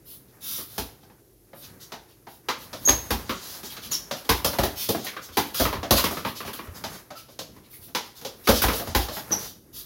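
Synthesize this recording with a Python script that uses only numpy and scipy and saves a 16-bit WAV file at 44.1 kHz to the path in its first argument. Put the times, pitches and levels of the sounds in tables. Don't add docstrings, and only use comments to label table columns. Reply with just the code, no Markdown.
import sys
import numpy as np
from scipy import signal
from scipy.fft import rfft, irfft
from scipy.io import wavfile

SR = 44100
rng = np.random.default_rng(int(sys.argv[2]) if len(sys.argv) > 2 else 0)


def to_wav(s):
    ch = np.atleast_2d(s).T
    pcm = np.round(np.clip(ch, -1, 1) * 32767)
    wavfile.write(sys.argv[1], SR, pcm.astype(np.int16))


def gain_from_decibels(decibels):
    exponent = np.asarray(decibels, float) / 20
    return 10 ** exponent


N = 434385
SPAN = 16384

# (time [s], pop peak [dB], pop centre [Hz],
# slap relative to the pop [dB], joist boom [dB])
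BLOWS = [(0.78, -23.5, 734, -1, -32), (2.887, -15, 895, -3, -24.5), (3.106, -16.5, 815, -5, -22.5),
         (3.294, -21, 1090, -9.5, -48), (4.292, -11.5, 847, -4, -21), (4.446, -15, 548, -0.9, -34),
         (4.586, -13, 565, -10, -21.5), (4.634, -17, 659, -5, -58), (4.889, -17.5, 390, -1, -57),
         (5.371, -13, 800, -5, -51), (5.599, -13, 572, -7, -20), (5.652, -17, 990, -17, -36),
         (5.728, -21.5, 930, -13.5, -34), (5.908, -8.5, 557, -3, -21), (6.04, -17, 960, -3.5, -38),
         (6.249, -20, 970, -15, -53), (8.473, -15, 1220, -5.5, -29), (8.488, -7.5, 487, -7, -19),
         (8.638, -14.5, 750, -8, -18.5), (8.683, -16.5, 1040, -10, -38), (8.949, -12.5, 782, -5, -17.5),
         (9.322, -25, 705, -6, -47)]
# (time [s], pop peak [dB], pop centre [Hz],
# slap relative to the pop [dB], floor boom [dB])
HEELS = [(0.583, -37, 1020, -21, -49), (2.875, -22, 571, -11, -52), (3.631, -36, 720, -1.2, -70),
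         (4.249, -46, 815, 5, -57), (4.947, -22.5, 613, -11, -48), (5.288, -42.5, 1160, -12, -43),
         (5.769, -40, 990, -20, -30), (6.17, -27, 1110, -12, -41), (6.449, -35.5, 600, -7, -39),
         (6.671, -40.5, 1100, -29, -32), (7.563, -48, 900, -6, -58), (7.78, -62, 600, -12, -47),
         (7.882, -48, 638, -1, -61), (8.213, -42, 710, 2, -59), (8.873, -27.5, 670, -8, -31),
         (9.307, -25.5, 496, -14, -61)]


def rms_one(x):
    return x / np.sqrt(np.mean(x ** 2, axis=-1, keepdims=True) + 1e-20)


def at_hz(points, hz):
    table = np.array(points)
    return np.interp(np.log(hz + 1), np.log(table[:, 0]), table[:, 1])


def band(x, low_hz, high_hz):
    top_hz = min(high_hz, .45 * SR)
    return signal.sosfilt(signal.butter(2, [low_hz, top_hz], "band", fs=SR, output="sos"), x)


def drift(rate_hz):
    knots = rng.standard_normal(9000)
    return np.interp(np.arange(N) / SR * rate_hz, np.arange(len(knots)), knots)


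def ring(clicks, hz, t60):
    r = gain_from_decibels(-60 / (t60 * SR))
    w = 2 * np.pi * hz / SR
    return signal.lfilter([0, np.sin(w)], [1, -2 * r * np.cos(w), r * r], clicks + 1e-18)


def grains(shape, per_s, spread_db):
    sizes = gain_from_decibels(spread_db * np.minimum(rng.exponential(1, shape), 3))
    signs = rng.choice([-1, 1], shape)
    return sizes * signs * (rng.random(shape) < per_s / SR)


def place(rows, starts):
    out = np.zeros(N + rows.shape[1])
    for row, start in zip(rows, (np.asarray(starts) * SR).astype(int)):
        out[start:start + len(row)] += row
    return out[:N]


def contact_rows():
    # (time [s], pop peak [dB], pop centre [Hz],
    # slap relative to the pop [dB], dull give relative to the pop [dB])
    sole_landings = [(1.032, -48, 690, -11, -27), (1.099, -47, 790, -15, -31),
                     (1.532, -35.5, 544, -23, -38), (1.92, -28, 754, -5.5, -39),
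                     (2.269, -35.5, 750, -13, -32), (2.486, -17.5, 1003, -5, -43),
                     (2.73, -26, 570, -4, -43), (3.767, -36.5, 1290, 2, -18), (4.111, -19, 596, -5, -35),
                     (5.067, -30.5, 1760, 0, -17), (5.83, -20, 626, -11, -32), (6.839, -24.5, 686, -2, -42),
                     (7.105, -30.5, 590, -9.5, -25), (7.285, -42.5, 510, -7, -15),
                     (7.39, -29.5, 520, 3.5, -14), (7.949, -19, 890, 0.5, -36),
                     (8.249, -23.5, 454, -2.5, -39), (8.733, -21, 500, -5.5, -38),
                     (8.798, -21, 540, -12.5, -38), (9.085, -23.5, 550, -8, -23),
                     (9.166, -25.5, 740, -17, -21)]
    # (time [s], pop peak [dB], pop centre [Hz],
    # slap relative to the pop [dB])
    ring_knocks = [(3.915, -34, 1040, 2), (4.532, -27, 1000, -10), (5.045, -34, 645, -1),
                   (5.128, -40, 1140, -32), (5.166, -28.5, 1200, -24), (5.545, -33.5, 1240, 4),
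                   (5.98, -19.5, 1090, -8), (6.056, -24.5, 970, -27), (6.109, -25, 630, -10.5),
                   (6.404, -28, 1060, -16), (6.477, -28.5, 930, -22), (6.532, -37, 1220, 1),
                   (6.59, -30.5, 995, -22), (8.619, -21.5, 1200, 1)]
    # events, dull give relative to the pop [dB], fizz relative to the slap [dB]
    kinds = [(BLOWS, -9.5, -3), (HEELS, -3.5, -4), (ring_knocks, -11, 4)]
    rows = []
    for events, body, fizz in kinds:
        for s, db, hz, slap, *_ in events:
            rows.append((s, db, hz, body, slap, slap + fizz))
    for s, db, hz, slap, body in sole_landings:
        rows.append((s, db, hz, body, slap, slap - 13))
    return rows


def contacts():
    table = contact_rows()
    click = np.zeros(2048)
    click[0] = -1
    fade = np.exp(-np.arange(len(click)) / SR / 0.012)
    rub = 0.019 * rng.standard_normal((len(table), len(click))) * fade
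    rows = np.zeros_like(rub)
    for k, (s, pop_db, pop_hz, body, slap, fizz) in enumerate(table):
        push = click + rub[k]
        core_low, core_high = pop_hz / 1.42, pop_hz * 1.42
        core = band(band(push, core_low, core_high), core_low, core_high)
        parts = gain_from_decibels(16.0) * band(push, pop_hz / 6.4, pop_hz * 1.99) + gain_from_decibels(17) * core
        parts += gain_from_decibels(body + 25.5) * band(push, 121, 497)
        parts -= gain_from_decibels(slap + 12) * band(push, 2860, 6650)
        parts += gain_from_decibels(fizz + 15.0) * band(push, 11040, SR)
        rows[k] = gain_from_decibels(pop_db) * parts
    return place(garage(rows), np.array(table)[:, 0])


def jolts():
    blows = [(s, boom, -9 + 0.34 * boom + 0.67 * db) for s, db, *_, boom in BLOWS]
    return blows + [(s, boom - 14, boom) for s, *_, boom in HEELS]


def joist():
    # (frequency [Hz], level [dB], t60 [s])
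    booms = [(58.5, -0.5, 0.3), (81.9, -2, 0.36), (88.5, -10.5, 0.48), (111, -13, 0.93)]
    s, low_db, upper_db = np.transpose(jolts())
    at = ((s + 0.0074) * SR).astype(int)
    chance = rng.standard_normal((len(at), len(booms)))
    out = np.zeros(N)
    for k, (hz, mode_db, t60) in enumerate(booms):
        clicks = np.zeros(N)
        jolt_db = upper_db if k else low_db
        clicks[at] = gain_from_decibels(jolt_db + mode_db + 1.1 * chance[:, k])
        out += ring(clicks, hz, t60)
    return signal.sosfilt(signal.butter(2, 110, fs=SR, output="sos"), out)


def drags():
    # (time [s], length [s], grit [dB], sheen [dB])
    long_slides = [(0.044, 0.12, -50, -46.5), (0.402, 0.23, -36.5, -36.5), (0.643, 0.22, -49.5, -50),
                   (1.532, 0.13, -55, -51), (2.26, 0.11, -56, -56), (2.57, 0.09, -47.5, -50.5),
                   (2.764, 0.27, -45, -46), (2.996, 0.12, -51, -53), (3.197, 0.45, -44.5, -64),
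                   (3.384, 0.23, -43, -45.5), (4.75, 0.12, -32, -35), (4.962, 0.14, -42.5, -52),
                   (5.532, 0.13, -28, -32), (6.067, 0.16, -41.5, -48), (6.895, 0.092, -47, -56),
                   (7.693, 0.081, -52, -47.5), (7.797, 0.075, -51.5, -49), (8.327, 0.58, -57, -51.5),
                   (8.513, 0.088, -26.5, -34), (8.699, 0.11, -34, -34.5), (8.838, 0.097, -43, -84),
                   (9.097, 0.11, -37.5, -41), (9.355, 0.15, -39.5, -44.5), (9.723, 0.1, -40.5, -42.5)]
    # (time [s], grit [dB], tread [Hz])
    toe_scuffs = [(0.264, -65, 4400), (1.001, -61, 3600), (1.611, -46.5, 4270), (1.793, -43.5, 5000),
                  (2.073, -58.5, 3700), (3.628, -37, 5330), (3.686, -40, 3550), (3.812, -38, 4040),
                  (3.903, -31, 4400), (4.145, -42.5, 3700), (4.336, -41, 3750), (4.486, -42, 4250),
                  (5.042, -40, 3860), (5.208, -40, 5200), (5.313, -45, 4200), (5.44, -46, 3450),
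                  (5.946, -22, 4230), (6.25, -39, 3250), (6.344, -38, 4300), (6.445, -40, 3700),
                  (6.539, -47, 3220), (6.736, -43.5, 5200), (7.15, -43.5, 3820), (7.285, -53, 4420),
                  (7.621, -59, 3300), (8.027, -51, 3800), (8.146, -45, 5000), (8.434, -40, 4200),
                  (8.988, -34.5, 4030)]
    scuff_s, scuff_sheen_db = .052, -6
    treads = 4600 * np.exp(.04 * rng.standard_normal(len(long_slides)))
    quick = [(s, scuff_s, db, db + scuff_sheen_db, hz) for s, db, hz in toe_scuffs]
    return np.r_[np.c_[long_slides, treads], quick]


def slides():
    t = np.arange(SPAN) / SR
    table = drags()
    grit = grains((len(table), SPAN), 12000, spread_db=1.5)
    rows = np.zeros_like(grit)
    for k, (s, length, grit_db, sheen_db, hz) in enumerate(table):
        stroke = np.sin(np.pi * np.clip(t / length, 0, 1)) ** .75
        dull_foot = 0.3 * band(grit[k], 1000, hz / 1.45)
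        tread = rms_one(band(grit[k], hz / 1.63, hz * 1.56) + dull_foot) * gain_from_decibels(grit_db - 16.0)
        sheen = rms_one(band(grit[k], 10540, SR)) * gain_from_decibels(sheen_db - 9.5)
        rows[k] = stroke * (tread + sheen)
    return place(garage(rows), table[:, 0])


def squeaks():
    # (time [s], length [s], start [Hz], end [Hz], level [dB])
    squeak_events = [
        (2.851, 0.046, 6560, 6400, -27),
        (3.912, 0.021, 6900, 5300, -34.5),
        (9.315, 0.012, 6080, 5880, -29.5),
        (7.152, 0.03, 1350, 1310, -58.5),
        (7.731, 0.011, 2300, 1950, -69),
        (1.631, 0.031, 1500, 5700, -71),
    ]
    rows = np.zeros((len(squeak_events), SPAN))
    wobble, grip = drift(500), drift(250)
    for k, (s, length, start_hz, end_hz, db) in enumerate(squeak_events):
        share = .022 * np.sqrt(.025 / length) + .1 * abs(np.log(end_hz / start_hz))
        n, at = int(length * SR), int(s * SR)
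        sway = wobble[at:at + n] - wobble[at:at + n].mean()
        pitch_hz = np.linspace(start_hz, end_hz, n) * (1 + share * sway)
        phase = 2 * np.pi * np.cumsum(pitch_hz) / SR
        shape = np.hanning(n) ** 0.033 * gain_from_decibels(db + 3.6 * grip[at:at + n])
        rows[k, :n] = shape * (np.sin(phase) + 0.19 * np.sin(2 * phase))
    return place(garage(rows), np.array(squeak_events)[:, 0])


def motion():
    # (time [s], rustle [dB])
    effort = [(0.0, -68), (0.65, -57), (1.0, -68), (1.36, -76), (1.7, -56.5), (2.3, -70), (2.8, -51),
              (3.4, -49), (5.0, -59), (6.5, -58.5), (6.95, -45.5), (7.1, -61.5), (7.7, -65.5), (8.05, -61),
              (8.35, -59.5), (9.45, -45.5), (9.6, -71), (9.85, -63.5)]
    shake_db, shake_t60_s, shake_rise_s = -30, 0.73, 0.017
    t = np.arange(N // 64 + 1) * 64 / SR
    blows = np.array(BLOWS)
    age = np.maximum(t - blows[:, :1], 0)
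    shake = gain_from_decibels(blows[:, 1:2] + shake_db - 60 * age / shake_t60_s) * (1 - np.exp(-age / shake_rise_s))
    power = gain_from_decibels(np.interp(t, *np.transpose(effort))) ** 2 + np.sum(shake ** 2, axis=0)
    return np.interp(np.arange(N) / SR, t, 10 * np.log10(power))


def rustle():
    rustle_db = motion()
    rumble_db = -27.5 + 0.49 * rustle_db + 4.2 * drift(8)
    rub = grains(N, 6000, spread_db=1.5)
    coloured = rms_one(band(rub, 340, 2380)) + gain_from_decibels(0.5) * rms_one(band(rub, 1800, SR))
    rumble = rms_one(band(rng.standard_normal(N), 39, 261)) * gain_from_decibels(rumble_db - 2)
    clumps = gain_from_decibels(2.5 * drift(35))
    return coloured * clumps * gain_from_decibels(np.minimum(rustle_db - 0.5, -43)) + rumble


def garage(rows, tail_db=-20):
    # (frequency [Hz], t60 [s])
    decay = [(125, 0.31), (350, 0.46), (900, 0.37), (2400, 0.41), (6400, 0.38), (13000, 0.41)]
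    # (delay [s], level [dB])
    reflections = [(.0021, 4), (.0045, 4.5), (.017, -6.5), (.021, -11.5)]
    places = min(len(rows), 24)
    t = np.arange(SPAN) / SR
    white = rng.standard_normal((places, 2, SPAN))
    shift = rng.uniform(-1, 1, (len(rows), len(reflections)))
    tail = np.zeros((places, SPAN))
    for k, hz in enumerate(125 * 2. ** np.arange(8)):
        octave = band(white[:, k % 2], hz / np.sqrt(2), hz * np.sqrt(2))
        tail += octave * gain_from_decibels(-60 * t / at_hz(decay, hz))
    tail = tail[np.arange(len(rows)) % places]
    echoes = np.zeros_like(tail)
    for k, (lag, db) in enumerate(reflections):
        delay = (lag * SR * (1 + .25 * shift[:, k])).astype(int)
        echoes[np.arange(len(rows)), delay] += gain_from_decibels(db)
    early = 1 + 1.024 * np.exp(-(t / 0.045) ** 2)
    response = gain_from_decibels(tail_db) * tail * early * (1 - np.exp(-t / 0.00023))
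    response += signal.lfilter([.4], [1, -.6], echoes)
    response[:, 0] += 1
    return signal.fftconvolve(rows, response, axes=1)


def air():
    # (frequency [Hz], density [dB per Hz])
    spectrum = [(18, -52), (30, -40), (47, -4), (70, -19), (127, -7), (170, -31), (336, -12), (374, -12.5),
                (554, -23), (1190, -45.5), (8740, -33), (14400, -30), (16000, -39.5)]
    hz = np.fft.rfftfreq(N, 1 / SR)
    noise = irfft(rfft(rng.standard_normal(N)) * gain_from_decibels(at_hz(spectrum, hz)), N)
    return gain_from_decibels(-58.5) * rms_one(noise)


def scene():
    return (contacts() + joist() + slides() + squeaks() + rustle())[None]


def band_limit(x):
    return signal.sosfilt(signal.butter(12, 16960, fs=SR, output="sos"), x)


def record(dry):
    # (frequency [Hz], gain [dB])
    port = [(5500, 1), (6800, -0.5), (7600, -4.5), (8600, -5), (9600, -1.5), (11000, 2.5), (15000, -1.5)]
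    # (frequency [Hz], gain [dB])
    top_cut = [(15900, 0), (16050, -38)]
    hz = np.fft.rfftfreq(N, 1 / SR)
    coloured = irfft(rfft(dry + air()) * gain_from_decibels(at_hz(port, hz)), N)
    coloured = signal.sosfilt(signal.butter(4, 47, "high", fs=SR, output="sos"), coloured)
    rounded = 1.5 * np.tanh(coloured / 1.5)
    mix = irfft(rfft(rounded) * gain_from_decibels(at_hz(top_cut, hz)), N)
    return band_limit(mix)


dry = scene()
out = record(dry)
to_wav(out)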